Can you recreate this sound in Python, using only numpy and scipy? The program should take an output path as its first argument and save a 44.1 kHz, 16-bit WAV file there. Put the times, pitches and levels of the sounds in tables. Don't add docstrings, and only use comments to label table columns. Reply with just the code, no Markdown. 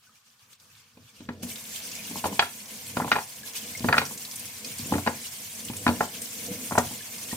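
import sys
import numpy as np
from scipy import signal
from scipy.fft import rfft, irfft, next_fast_len
from scipy.io import wavfile
from scipy.ndimage import uniform_filter1d, map_coordinates

SR = 44100
rng = np.random.default_rng(int(sys.argv[2]) if len(sys.argv) > 2 else 0)


def bounce(signal):
    frames = np.transpose(np.atleast_2d(signal))
    limited = np.clip(frames, -1, 1)
    pcm = np.round(limited * 32767).astype(np.int16)
    wavfile.write(sys.argv[1], SR, pcm)


def convert_level_to_amplitude(level_db):
    exponent = np.asarray(level_db, float) / 20
    return 10 ** exponent


N = 324576


def unit(x):
    return x / np.sqrt(np.mean(x ** 2) + 1e-20)


def along(points, hz):
    point_hz, value = np.transpose(points)
    return np.interp(np.log(hz + 1), np.log(point_hz + 1), value)


def wobble(knots_per_s):
    knots = rng.standard_normal(int(N * knots_per_s / SR) + 4)
    return map_coordinates(knots, [np.arange(N) * knots_per_s / SR])


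# pitch_hz, likeness (1 = identical)
LIKENESS = [(25, 0.9), (70, 0.95), (180, 1), (300, 0.91), (550, 0.95), (1650, 0.23), (4970, 0.18),
            (15000, 0.026)]


def likeness_angle(hz):
    return np.arccos(np.clip(along(LIKENESS, hz), 0, 1)) / 2


def paired(pair, spectrum):
    size = next_fast_len(N + 8192)
    hz = np.fft.rfftfreq(size, 1 / SR)
    angle = likeness_angle(hz)
    coloured = rfft(pair, size) * convert_level_to_amplitude(along(spectrum, hz))
    mid, side = irfft(coloured * [np.cos(angle), np.sin(angle)], size)[:, :N]
    return unit(np.array([mid + side, mid - side]))


def patchy(depth_db):
    z = signal.stft(rng.standard_normal((2, N)), nperseg=256)[2]
    field = uniform_filter1d(rng.standard_normal(z.shape[1:]), size=9, axis=0)
    field = uniform_filter1d(field, size=7, axis=1)
    return unit(signal.istft(z * convert_level_to_amplitude(depth_db * unit(field)), nperseg=256)[1][:, :N])


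def bubbles(count, centre_hz, spread, cycles, size_db):
    when, pitch, size, side = rng.random((count, 4)).T[..., None]
    hz = centre_hz * np.exp(spread * (2 * pitch - 1))
    k = np.arange(700)
    u = k / SR * hz / cycles
    tone = np.sin(2 * np.pi * cycles * u * (1 + 0.017 * u))
    envelope = np.exp(-u) * (1 - np.exp(-5 * u))
    wave = convert_level_to_amplitude(-size_db * np.log(size + 0.0033)) * tone * envelope
    wave = wave * np.hanning(2 * len(k))[len(k):]
    at = (when * (N - len(k))).astype(int) + k + N * (side > .5)
    return unit(np.bincount(at.ravel(), wave.ravel(), 2 * N).reshape(2, N))


# time_s, splash_db, droplet_fineness_db
FLOW_CURVE = [(0, -68.5, -2), (.1, -63, -7), (.27, -66.5, -6), (.53, -61, -1.5), (.58, -69, -8.5),
              (.61, -59, 0), (.79, -60, -8), (.93, -64, -4.5), (1.2, -60, -8), (1.27, -63.5, -5),
              (1.42, -63.5, -8), (1.43, -43, 2), (1.48, -44.5, 2.5), (1.61, -44, 2), (1.97, -41.5, -2.5),
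              (2.09, -41.5, 0.5), (2.27, -40.5, 0.5), (2.47, -44, 3.5), (2.7, -45, 0.5), (3.06, -41.5, 1.5),
              (3.26, -46.5, 2), (3.48, -43, 0), (3.64, -41, -0.5), (4.06, -43.5, 5.5), (4.62, -42.5, 0.5),
              (4.81, -41.5, 1.5), (5.33, -43, 1.5), (5.74, -42.5, 3.5), (6.09, -43, 1), (6.68, -40.5, 4),
              (7.11, -42, 1), (7.36, -41, 2)]
# (relative, per Hz)
SPRAY_COLOUR = [(1060, -15.5), (1800, -4), (1960, -15.5), (2150, -3), (2620, -1.5), (3400, -1),
                (3770, -3.5), (4420, -1.5), (5940, -2.5), (7000, -5), (9100, -11), (15400, -120)]
FIZZ_COLOUR = [(3530, -26), (6000, -3.5), (7740, -2.5), (8370, -0.5), (10700, -3.5), (11600, -5),
               (12800, -2), (15100, -4), (16000, -16)]
GURGLE_COLOUR = [(380, -33), (650, -6.5), (907, -7), (1040, -3), (1240, -11.5), (1920, -6), (2100, 0.5),
                 (2730, -13), (4620, -120)]
FAINT_GURGLE_COLOUR = [(240, -58), (400, -29), (1160, -6.5), (1230, -7), (1340, -11), (1460, -7),
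                       (2100, -15), (2730, -52), (4620, -120)]
DRUM_COLOUR = [(94, -30), (160, -9.5), (216, 1.5), (291, -8), (366, -18.5), (496, -5.5), (552, -19),
               (650, -12.5), (840, -29), (1430, -120)]
RUMBLE_COLOUR = [(15, -48), (25, -29), (43, -25), (70, -10), (78, -8), (91, 5), (160, -3), (210, -53),
                 (350, -120)]
JUMP_S = 1.425
USUAL_DB = -43
# level_db at the usual splash, gain_db per splash_db
SPRAY_LAW, FIZZ_LAW, GURGLE_LAW = (-44, 0.99), (-42, 0.99), (-54, 0.75)
DRUM_LAW, RUMBLE_LAW = (-53.5, 1.14), (-60.5, 0.64)


def stream():
    t = np.arange(N) / SR
    time_s, splash_points_db, fine_points_db = np.transpose(FLOW_CURVE)
    splash_db = np.interp(t, time_s, splash_points_db)
    fine_db = np.interp(t, time_s, fine_points_db)

    def follow(law):
        return law[0] + law[1] * (splash_db - USUAL_DB)

    surge_db = 0.25 * wobble(10) + 1.78 * wobble(30)
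    spray_bubbles = bubbles(count=5000, centre_hz=3787, spread=0.691, cycles=42, size_db=2.5)
    spray = paired(patchy(1.86) + 0.28 * spray_bubbles, SPRAY_COLOUR)
    fizz_bubbles = bubbles(count=3000, centre_hz=9555, spread=0.56, cycles=35, size_db=2.5)
    fizz = paired(patchy(1.96) + 0.3 * fizz_bubbles, FIZZ_COLOUR)
    ticks = paired(bubbles(count=250, centre_hz=5440, spread=0.55, cycles=1.5, size_db=4.0), SPRAY_COLOUR)
    faint_gurgle = paired(patchy(1.3), FAINT_GURGLE_COLOUR)
    full_gurgle = paired(patchy(1.7), GURGLE_COLOUR)
    gurgle = np.where(t < JUMP_S, faint_gurgle, full_gurgle)
    drum = paired(patchy(0.29), DRUM_COLOUR) * convert_level_to_amplitude(3.2 * wobble(14))
    rumble = paired(patchy(1.8), RUMBLE_COLOUR)

    rock_drum, rock_rumble = rocking(t)
    out = convert_level_to_amplitude(follow(SPRAY_LAW) - fine_db / 2 + 1.14 * surge_db) * (spray + 0.22 * ticks)
    out += convert_level_to_amplitude(follow(FIZZ_LAW) + fine_db / 2 + 1.04 * surge_db) * fizz
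    out += convert_level_to_amplitude(follow(GURGLE_LAW) + 0.17 * surge_db) * gurgle
    out += np.hypot(convert_level_to_amplitude(follow(DRUM_LAW)), rock_drum) * drum
    out += np.hypot(convert_level_to_amplitude(follow(RUMBLE_LAW)), rock_rumble) * rumble
    return out


# start_s, drum_db, rumble_db, hold_s
POT_ROCKS = [(0.755, -88, -62, 0.027), (1.01, -66, -57, 0.031), (1.263, -73, -52, .02),
             (1.354, -51, -51, .05), (1.44, -47, -60, 0.016), (2.093, -61, -56, .2),
             (2.287, -43, -61, 0.03), (2.988, -46, -42, 0.057), (3.86, -41, -40.5, .05),
             (4.08, -48, -63, 0.015), (4.808, -57, -44, .06), (4.94, -38.5, -42, 0.043),
             (5.713, -51, -44.5, .04), (5.894, -34, -45.5, 0.018), (6.164, -48, -63, 0.051),
             (6.528, -40.5, -48, 0.038), (6.818, -52, -42, 0.062), (7.186, -61, -64, 0.026)]
SWELL_DB_PER_S, SETTLE_DB_PER_S = 124, 165


def rocking(t):
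    start_s, drum_db, rumble_db, hold_s = np.transpose(POT_ROCKS)[..., None]
    swell_db = -SWELL_DB_PER_S * np.maximum(start_s - t, 0)
    settle_db = -SETTLE_DB_PER_S * np.maximum(t - start_s - np.abs(hold_s), 0)
    peak = convert_level_to_amplitude(np.array([drum_db, rumble_db])[..., 0])
    return np.sqrt(peak ** 2 @ convert_level_to_amplitude(swell_db + settle_db) ** 2)


# pitch_hz, level_db (relative), t60_s
POT_MODES = [(93.8, -9.5, 0.26), (139, -7.5, 0.31), (217.6, 2.5, 0.12), (239.6, 1.5, 0.18), (283, 0, 0.12),
             (460.7, -1.5, 0.11), (523, -7.5, 0.14), (707, -2.5, 0.05), (850.6, 2.5, 0.05), (971, -2, 0.12),
             (1110, -41, 0.14), (1250, -12, 0.027), (1376, -1, 0.057), (1428, -4.5, 0.049),
             (1710, -2.5, 0.052), (1864, -10, 0.097), (2160, -16, 0.21), (2440, 3.5, 0.027),
             (2870, -8, 0.027), (3320, -12, 0.066), (3860, -11, 0.054), (3946, -8, 0.064),
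             (4530, -9, 0.016)]
# start_s, level_db (relative); thud_db, wall_db, crack_db (against level_db)
CARROT_KNOCKS = [(0.972, -49, 3, -20, -9), (1.205, -45, 6, -11, -3.5), (1.288, -29, 1.5, 1.5, -10.5),
                 (1.431, -40, 6.5, -2, -17), (2.111, -42.5, 6.5, -14, -1), (2.157, -23.5, -14, -34, -26),
                 (2.241, -13.5, -18, -13, -20), (2.255, -14, -13.5, -22, -21), (2.325, -29.5, -6, -16, -22),
                 (2.393, -5, -36, -5.5, -4.5), (2.424, -18, -18, 1.5, -18), (2.969, -13, -10.5, -7.5, -15),
                 (3, -14.5, -21, -9, -31), (3.018, -30, 0, 7.5, -20), (3.045, -18, -12.5, -27, -22),
                 (3.077, -23.5, -18, -10, -23), (3.116, -11.5, -26, 4.5, -5), (3.125, -19, -11.5, 1, -2.5),
                 (3.155, -17.5, -37, -0.5, -18), (3.162, -11, -24.5, -14, -18),
                 (3.185, -19.5, -30, -5, -18), (3.805, -43.5, 9, -9, -1), (3.843, -16.5, -2.5, -11, -20.5),
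                 (3.886, -8, -13, -4, -20), (3.926, -9.5, -31, 1, -9), (3.941, -22.5, -10, 14, -24),
                 (3.95, -33, -3, -4, -16), (3.967, -16.5, -16, -3, -14), (3.98, -14.5, -13.5, 6.5, 1),
                 (4.015, -17.5, -16, -3.5, -11.5), (4.109, -33.5, -14, -16, -20), (4.795, -49.5, 13, -7, 0),
                 (4.858, -48, 11.5, -6, -3), (4.922, -16, 0, -16, -19), (4.937, -22.5, -6, 0, -12),
                 (4.953, -21.5, -1, -14, -17), (4.981, -19.5, -16, -12, -24), (5.064, -14.5, -17, -11, -19),
                 (5.073, -8.5, -13.5, -7.5, -15.5), (5.699, -32, 3, -14, -10), (5.734, -40.5, -7, -5, 0),
                 (5.865, -10, -10.5, -2, -18), (5.877, -15.5, -30, -1, -7), (5.889, -9.5, -9.5, -16, -16.5),
                 (6.007, -4.5, -24.5, -10, -27.5), (6.028, -26, -9, -15, -31), (6.514, -43, 8.5, -17, -11),
                 (6.71, -19.5, -18, -10, -30), (6.72, -21, -6.5, -6, -22), (6.753, -13.5, -31, -13, -34),
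                 (6.778, -0.5, -22, -11, -22.5), (6.91, -36, -2.5, -19, -17), (7.328, -27, -2, -12, -16)]
RING_DB, RING_PER_DB = -15, -.12


def rings(hz, db, t60_s, t, lead_s):
    channel = np.array([[.5], [-.5]])[..., None]
    phase = rng.uniform(-1.34, 0.19, hz.shape)
    lead = 2 * np.pi * hz * lead_s * rng.uniform(0.19, 1.7, hz.shape)
    tone = np.sin(2 * np.pi * hz * t + phase + lead * channel)
    return np.sum(convert_level_to_amplitude(db - 60 * t / t60_s) * tone, axis=1)


def pot():
    out, t = np.zeros((2, N + SR)), np.arange(SR // 4) / SR
    hz, mode_db, t60_s = np.transpose(POT_MODES)[..., None]
    short = t[:SR // 10]
    for start_s, level_db, thud_db, wall_db, crack_db in CARROT_KNOCKS:
        ring_db = RING_DB + RING_PER_DB * level_db
        contact = [(300, thud_db + 3.0), (450, 0.5 * thud_db + 3), (700, 1.5), (1050, 3.5),
                   (1300, wall_db + 5.5), (2000, wall_db + 6.5),
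                   (2400, crack_db + 11.5), (4500, crack_db + 11.0), (9000, crack_db - 6)]
        struck_db = mode_db + along(contact, hz)
        left_db = np.where(hz < 350, -10.5, ring_db - 5.5)
        blow_db = struck_db + left_db + rng.normal(0, 3.3, hz.shape)
        blow = rings(hz, blow_db, t60_s, t, lead_s=0.00022)
        knock_db = struck_db - 9.5 + rng.normal(0, 3.3, hz.shape)
        knock = rings(hz, knock_db, 0.036 + 15 / hz, short, lead_s=0.0001)
        dense_hz = np.geomspace(350, 9000, num=40)[:, None] * np.exp(rng.normal(0, .04, (40, 1)))
        dense_db = along(contact, dense_hz) + ring_db - 8.5
        rattle = rings(dense_hz, dense_db, 0.037 + 40 / dense_hz, short, lead_s=.00012)
        blow[:, :len(short)] += knock * np.exp(-(short / 0.0068) ** 2) + rattle
        onset = 1 - np.exp(-t / 0.0013)
        out[:, round(start_s * SR):][:, :len(t)] += convert_level_to_amplitude(level_db) * blow * onset
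    return out[:, :N] * convert_level_to_amplitude([[.3], [-.3]])


# start_s, level_db (relative), centre_hz
SPRAY_BURSTS = [(0.53, -43, 3800), (0.598, -44.5, 4720), (1.556, -28, 3620), (1.712, -35, 6270),
                (1.915, -26.5, 5200), (1.95, -27, 6250), (2.655, -34, 5460), (2.862, -33, 8330),
                (3.773, -26.5, 6210), (4.051, -26.5, 5630), (4.06, -28, 5280), (4.175, -26.5, 6410),
                (4.248, -28, 4100), (4.311, -28, 5200), (4.357, -25, 8450), (4.394, -27, 9600),
                (4.454, -27.5, 8600), (4.645, -25.5, 4800), (4.783, -25, 7600), (4.867, -28.5, 8430),
                (5.213, -32, 7100), (5.55, -34, 7710), (5.649, -26.5, 8250), (5.684, -28, 3130),
                (5.765, -24.5, 7760), (6.217, -21, 8000), (6.305, -30, 6430), (6.461, -27, 5930),
                (6.67, -35, 5280), (6.699, -30, 7120), (6.781, -14.5, 6300), (6.914, -41, 8600),
                (7.18, -31, 4540)]
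SPLAT_T60_S = 0.05


def splats():
    out, t = np.zeros((2, N + SR)), np.arange(SR // 10) / SR
    shape = convert_level_to_amplitude(-60 * t / SPLAT_T60_S) * (1 - np.exp(-t / 0.0019))
    for start_s, level_db, centre_hz in SPRAY_BURSTS:
        edges_hz = [centre_hz / 1.12, min(centre_hz * 1.21, 20000)]
        band = signal.butter(1, edges_hz, "band", fs=SR, output="sos")
        puff = rng.standard_normal(len(t)) + 1.2 * rng.standard_normal((2, len(t)))
        burst = shape * unit(signal.sosfilt(band, puff))
        out[:, round(start_s * SR):][:, :len(t)] += convert_level_to_amplitude(level_db - 3.0) * burst
    return out[:, :N]


# start_s, level_db (before onset and decay), start_hz
SINGLE_BUBBLES = [(0.069, -52, 1480), (0.093, -50, 1250), (1.99, -33.5, 2440), (2.051, -35.5, 2800),
                  (3.433, -37, 1665), (3.75, -26.5, 2120), (4.644, -35.5, 2460), (6.137, -38, 3200),
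                  (7.006, -36.5, 1705), (7.313, -32.5, 1850)]
BLOOP_T60_S = 0.055


def bloops():
    out, t = np.zeros(N + SR), np.arange(SR // 10) / SR
    onset = 1 - np.exp(-t / 0.0017)
    for start_s, level_db, start_hz in SINGLE_BUBBLES:
        tone = np.sin(2 * np.pi * start_hz * t * (1 + 0.74 * t))
        out[round(start_s * SR):][:len(t)] += convert_level_to_amplitude(level_db - 60 * t / BLOOP_T60_S) * tone * onset
    return out[:N]


# pitch_hz, t60_s
KITCHEN_DECAY = [(150, 0.28), (1000, 0.21), (4000, 0.28), (12000, 0.15)]


def kitchen(x):
    hz, t, z = signal.stft(rng.standard_normal((2, SR // 3)), SR, nperseg=256)
    angle = likeness_angle(hz)[:, None]
    z = z[0] * np.cos(angle) + z[1] * np.sin(angle) * np.array([1, -1])[:, None, None]
    decay = convert_level_to_amplitude(-60 * t / along(KITCHEN_DECAY, hz)[:, None])
    tail = signal.istft(z * decay, SR, nperseg=256)[1]
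    delayed = np.pad(x, ((0, 0), (200, 0)))
    return signal.fftconvolve(delayed, tail / np.linalg.norm(tail[0]), axes=1)[:, :N]


def scene():
    no_bass = signal.butter(3, 85, "high", fs=SR, output="sos")
    near = signal.sosfilt(no_bass, pot()) + splats() + bloops()
    return near + convert_level_to_amplitude(-11.5) * kitchen(near) + stream()


def band_limit(x):
    return signal.sosfilt(signal.butter(12, 17090, fs=SR, output="sos"), x)


def record(dry):
    passed = np.fft.rfftfreq(N, 1 / SR) < 15900
    mix = irfft(rfft(dry) * passed, N)
    return band_limit(mix)


dry = scene()
out = record(dry)
bounce(out)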